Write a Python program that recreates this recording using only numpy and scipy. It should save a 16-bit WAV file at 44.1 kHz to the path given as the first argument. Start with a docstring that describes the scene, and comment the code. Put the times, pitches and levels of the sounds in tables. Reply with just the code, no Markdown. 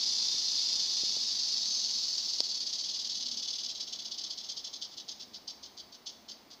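"""Inside a glass terrarium, a rattlesnake buzzes its tail, then calms into separate dry shakes.
Every flick throws the hollow horny segments together twice, out and back; the tank and the room
ring after it. The hand-held camera adds a few soft bumps and one sharp click, and draws back early on.
Underneath sits a bed of room air, a low drone, a faint hum and background hiss."""
import sys
import numpy as np
from scipy import signal
from scipy.fft import rfft, irfft, next_fast_len
from scipy.io import wavfile

SR = 44100
rng = np.random.default_rng(int(sys.argv[2]) if len(sys.argv) > 2 else 0)


def wav_record(signal):
    """Record a signal, one row per channel, as 16-bit PCM in the file named by sys.argv[1]."""
    frames = np.transpose(np.atleast_2d(signal))
    bounded = np.clip(frames, -1, 1)
    # unit amplitude maps onto the largest positive 16-bit level
    quanta = np.round(bounded * 32767).astype(np.int16)
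    wavfile.write(sys.argv[1], SR, quanta)


N = 291060

# the buzz slows as the snake calms: time_s, flicks_per_s
BUZZ_PACE = [(0, 32), (1.1, 27), (1.55, 22.5), (2.45, 18.75), (2.68, 15.75), (2.87, 19.88), (3.35, 17.76),
             (3.6, 19.3)]
# how hard the tail works in the buzz: time_s, relative_level_db
BUZZ_EFFORT = [(0, -31.5), (1.8, -32.5), (2.3, -32.8), (2.7, -31.9), (3.3, -33.2), (3.52, -32.7),
               (3.7, -34.3)]
# clatter that carries on between swings: time_s, share_of_flick_power
BUZZ_SUSTAIN = [(2.0, .54), (2.38, .32), (2.42, .11), (3.5, .01), (3.7, 0)]
# single shakes after the rhythm breaks up: time_s, relative_level_db
SHAKES = [(3.759, -37.3), (3.808, -32.8), (3.882, -37.6), (3.935, -34.5), (4.0, -36), (4.058, -36.3),
          (4.122, -35), (4.189, -32.7), (4.245, -35), (4.31, -35.6), (4.386, -35), (4.447, -39.7),
          (4.498, -33.2), (4.574, -36), (4.651, -35.5), (4.740, -37.2), (4.825, -35.3), (4.921, -48),
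          (4.982, -39.2), (5.094, -35.3), (5.205, -39.9), (5.346, -43.2), (5.484, -38.7), (5.640, -42.5),
          (5.780, -44.5), (5.930, -49.7), (6.072, -37), (6.295, -40.3), (6.516, -49.3)]
# tone of the segments shaken hard: frequency_hz, level_db
HARD_TONE = [(500, -36.5), (950, -27.5), (1500, -34), (2400, -26), (3000, -18.5), (3500, -10.5), (3900, -8),
             (4450, 0), (5000, -2), (5700, -6.5), (6400, -9), (7000, -19), (8100, -32.8), (11500, -44.8),
             (16000, -48)]
# tone of the segments shaken gently: frequency_hz, level_db
GENTLE_TONE = [(1500, -36.5), (2400, -25), (2750, -17), (3150, -6.5), (3800, -5), (4500, -1), (5150, -0.5),
               (5700, -5.5), (6350, -4), (7000, -19.5), (8000, -30.5), (9300, -36.8), (11500, -46),
               (16000, -47)]
# narrow rings of the rattle in its tank: pitch_hz, width_hz, close_lift_db, far_lift_db, gentle_lift_db
RESONANCES = [(2956, 60, 3, 4, 3.5), (3208, 24, -1, 5, 6.5), (3450, 84, 6.5, 3, 6), (3676, 30, 8.5, 1, 1.5),
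              (3870, 70, 0, 5, 5.5), (4156, 29, 5, 3, 2.5), (4251, 10, 8, 9, 4), (4320, 100, -0.5, 2.5, 0),
              (4550, 79, 1.5, 5.5, 5), (4733, 45, 3, 4, 7), (4950, 49, 6, 4, 4), (5270, 73, -1, 7.5, 3),
              (5450, 40, 2, 3, 6.5), (5860, 59, 5.5, 4.5, -8), (6250, 85, -2.5, 1, 3.5)]
# crossfade from the hard tone to the gentle one: time_s, gentle_share
CALMING = [(2.25, 0), (2.7, 0.25), (3.4, .8), (4.8, 0.95)]
# crossfade as the camera draws back: time_s, far_share
DRAW_BACK = [(.9, 0.04), (1.5, 1)]
# the buzz briefly brightens near 6.3 kHz: time_s, extra_gain
BRIGHT_FLARE = [(1.63, 0.02), (1.73, 2.2), (1.93, 0.2)]
# bumps and the click on the camera body: start_s, relative_level_db, pitch_hz, rise_s
BUMPS = [(0.344, -41, 170, 0.001), (1.035, -34.5, 310, .00085), (1.169, -36, 420, 0.0007),
         (2.4046, -28.7, 520, 0.00068), (2.4045, -8.5, 4730, 0.00036), (2.4045, -27.5, 7700, 0.00015)]
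# tone of the room air: frequency_hz, level_db
ROOM_TONE = [(15, -30), (30, -14), (50, -14.5), (72, -12), (110, -10), (160, -7), (200, -2), (290, -0.5),
             (480, -6), (680, -3), (1000, -6.5), (1600, -13), (2200, -12), (3000, -48)]
# tone of the extra air close to the glass: frequency_hz, level_db
NEAR_GLASS_TONE = [(40, -25), (70, 2), (110, -9), (280, 0), (420, -1), (600, -22), (920, 0), (1400, -16),
                   (2500, -45)]
# swells of the low drone: peak_s, level_db, half_length_s
DRONE_SWELLS = [(1.62, -64, .2), (3.27, -61.5, .13), (5.35, -66.5, .1), (6.25, -70, .15)]
# level of the thin high hiss: time_s, level_db
HIGH_HISS_LEVEL = [(0, -70.5), (2.3, -69.5), (2.6, -74), (6.6, -76)]

CLOSE, FAR, GENTLE = range(3)  # the lift columns of RESONANCES


def rattle():
    """One rattle whose tone shifts as the camera draws back and the shaking grows gentle."""
    power = buzz() + shakes()
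    far, calm = np.clip([curve(DRAW_BACK), curve(CALMING)], 0, 1)
    hard = segments(power * (1 - calm) * (1 - far), HARD_TONE, CLOSE, contacts_per_s=2800, scrape=0.42)
    hard += segments(power * (1 - calm) * far, HARD_TONE, FAR, contacts_per_s=2500, scrape=0.47)
    bright_band = filtered(hard, lambda hz: np.exp(-((hz - 6330) / 220) ** 2))
    hard += curve(BRIGHT_FLARE) * bright_band
    gentle = segments(power * calm, GENTLE_TONE, GENTLE, contacts_per_s=2600, scrape=0.45)
    return hard + gentle


def buzz(end_s=3.696, back_cycle_share=0.38):
    """Collision power of rhythmic flicks; while they are fast the segments never come to rest."""
    pace, effort_db = curve(BUZZ_PACE), curve(BUZZ_EFFORT)
    cycles = np.cumsum(pace) / SR
    # one flick a cycle, counted back from the last one in rhythm
    at = np.searchsorted(cycles, np.arange(cycles[round(end_s * SR)], 0, -1))
    flicks = tail_flicks(at / SR, effort_db[at], back_delay_s=back_cycle_share / pace[at], back_db=-2.2)
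    sustain = np.clip(curve(BUZZ_SUSTAIN), 0, 1) * amp(effort_db) ** 2
    return flicks + sustain


def shakes(middling_db=-39):
    """Collision power of single shakes; a harder one spends more going out and takes longer to return."""
    times_s, level_db = np.transpose(SHAKES)
    harder_db = level_db - middling_db
    back_delay_s = 0.0225 + 0.00035 * harder_db
    back_db = -3.2 - 0.45 * harder_db
    return tail_flicks(times_s, level_db, back_delay_s, back_db)


def tail_flicks(times_s, level_db, back_delay_s, back_db, jitter_s=0.0008, scatter_db=0.4):
    """Collision power of flicks: each clatters out and, a moment later, back, no two quite alike."""
    chance = rng.standard_normal((len(times_s), 4))
    late_s, louder_db = jitter_s * chance[:, :2].T, scatter_db * chance[:, 2:].T
    out_swings = zip(times_s + late_s[0], level_db + louder_db[0])
    back_swings = zip(times_s + back_delay_s + late_s[1], level_db + back_db + louder_db[1])
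    out = clatter(out_swings, half_length_s=0.008, squareness=2.7)
    back = clatter(back_swings, half_length_s=0.0069, squareness=2.1)
    return out + back


def clatter(swings, half_length_s, squareness):
    """Each swing bunches its collisions into one short, round-shouldered burst of power."""
    power = np.zeros(N)
    reach_s = 4 * half_length_s
    for peak_s, level_db in swings:
        span = np.arange(max(0, int((peak_s - reach_s) * SR)), min(N, int((peak_s + reach_s) * SR)))
        burst = np.exp(-np.abs((span / SR - peak_s) / half_length_s) ** squareness)
        power[span] += amp(level_db) ** 2 * burst
    return power


def segments(power, tone, lift_column, contacts_per_s, scrape):
    """Tiny collisions and dry scraping ring the hollow segments."""
    contacts = rng.random(N) < contacts_per_s / SR
    ticks = contacts * rng.choice([-1, 1], N) * amp(2.3 * rng.standard_normal(N))
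    drive = unit(unit(ticks) + scrape * rng.standard_normal(N))

    def shell(hz):
        rings = 0
        for pitch_hz, width_hz, *lifts_db in RESONANCES:
            ring = 1j * hz * width_hz / (pitch_hz ** 2 - hz ** 2 + 1j * hz * width_hz)
            rings += (amp(lifts_db[lift_column]) - 1) * ring
        response = tone_gain(tone, hz) * (1 + rings)
        return response / np.sqrt(np.mean(np.abs(response) ** 2))
    return filtered(drive * np.sqrt(power), shell)


def reflections(x, t60_s, predelay_s, positions=8):
    """A diffuse reverb tail whose pattern drifts as the camera passes from position to position."""
    t = np.arange(SR * 3 // 4) / SR
    position = np.linspace(0, positions - 1, N)
    wet = np.zeros(N)
    for k in range(positions):
        tail = rng.standard_normal(len(t)) * amp(-60 * t / t60_s) * (t > predelay_s)
        crossfade = np.sqrt(np.clip(1 - np.abs(position - k), 0, 1))
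        wet += signal.fftconvolve(x * crossfade, tail / np.linalg.norm(tail))[:N]
    return wet


def camera_bumps(low_cut_hz=130):
    """Heavily damped knocks and a click; the light camera body carries little bass."""
    t = np.arange(SR // 10) / SR
    knocks = np.zeros(N)
    for start_s, level_db, pitch_hz, rise_s in BUMPS:
        envelope = (t / rise_s * np.exp(1 - t / rise_s)) ** 2
        knock = amp(level_db) * envelope * np.sin(2 * np.pi * pitch_hz * t)
        knocks[round(start_s * SR):][:len(t)] += knock
    return filtered(knocks, lambda hz: 1j * hz / (low_cut_hz + 1j * hz))


def room_air():
    """Steady low room noise, a little fuller while the camera is close to the glass."""
    air = amp(-61.7) * noise(ROOM_TONE)
    closeness = 1 - np.clip(curve(DRAW_BACK), 0, 1)
    return air + amp(-65) * closeness * noise(NEAR_GLASS_TONE)


def low_drone(start_db=-67.5, fade_db_per_s=2.1):
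    """A wavering band of noise near 224 Hz that fades slowly and swells a few times."""
    t = np.arange(N) / SR
    power = amp(start_db - fade_db_per_s * t) ** 2
    for peak_s, level_db, half_length_s in DRONE_SWELLS:
        power += amp(level_db) ** 2 * np.exp(-((t - peak_s) / half_length_s) ** 2)
    tone = [(150, -28), (200, -8.5), (224, -3), (245, -8.5), (330, -25), (500, -49)]
    return np.sqrt(power) * noise(tone)


def background_hiss():
    """A broad, steady hiss, plus a thin, very high hiss that drops as the buzz calms."""
    broad = noise([(1500, -31), (2300, -2), (4500, 2), (6500, -7.5),
                   (8000, -14.5), (13000, -17), (16000, -14)])
    high = noise([(12000, -52), (13800, -12), (14600, -1), (15500, 1), (16000, -42)])
    return amp(-65) * broad + amp(curve(HIGH_HISS_LEVEL)) * high


def faint_hum():
    """A narrow band of noise, heard as an unsteady hum near 70 Hz."""
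    return amp(-82.5) * noise([(55, -45), (68, -3), (73, 0), (80, -12), (100, -50)])


def noise(tone):
    """Steady noise at rms 1, shaped by points of frequency_hz, level_db."""
    return unit(filtered(rng.standard_normal(N), lambda hz: tone_gain(tone, hz)))


def tone_gain(tone, hz):
    """Gain of an EQ curve drawn through points of frequency_hz, level_db on a log axis."""
    frequency_hz, level_db = np.transpose(tone)
    return amp(np.interp(np.log(hz + 1), np.log(frequency_hz), level_db))


def filtered(x, response):
    """x through a filter given as gain against frequency."""
    size = next_fast_len(N + SR // 2)
    return irfft(rfft(x, size) * response(np.fft.rfftfreq(size, 1 / SR)), size)[:N]


def curve(rows):
    """Rows of time_s, value become one value per sample."""
    return np.interp(np.arange(N) / SR, *np.transpose(rows))


def amp(db):
    """Decibels to gain."""
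    return 10 ** (np.asarray(db) / 20)


def unit(x):
    """x at rms 1."""
    return x / np.sqrt(np.mean(x ** 2) + 1e-20)


def scene():
    """The mono mix: the rattle direct, off the glass and from the room, with bumps and a quiet bed."""
    snake = rattle()
    glass = amp(-8.0) * reflections(snake, t60_s=0.12, predelay_s=0.00159)
    room = amp(-10.0) * reflections(snake, t60_s=0.59, predelay_s=0.01)
    bumps = camera_bumps()
    bed = room_air() + low_drone() + background_hiss() + faint_hum()
    return (amp(-1.53) * snake + glass + room + bumps + bed)[None]


def record(dry):
    """The camera keeps nothing above its band limit."""
    return filtered(dry[0], lambda hz: hz < 15550)[None]


dry = scene()
out = record(dry)
wav_record(out)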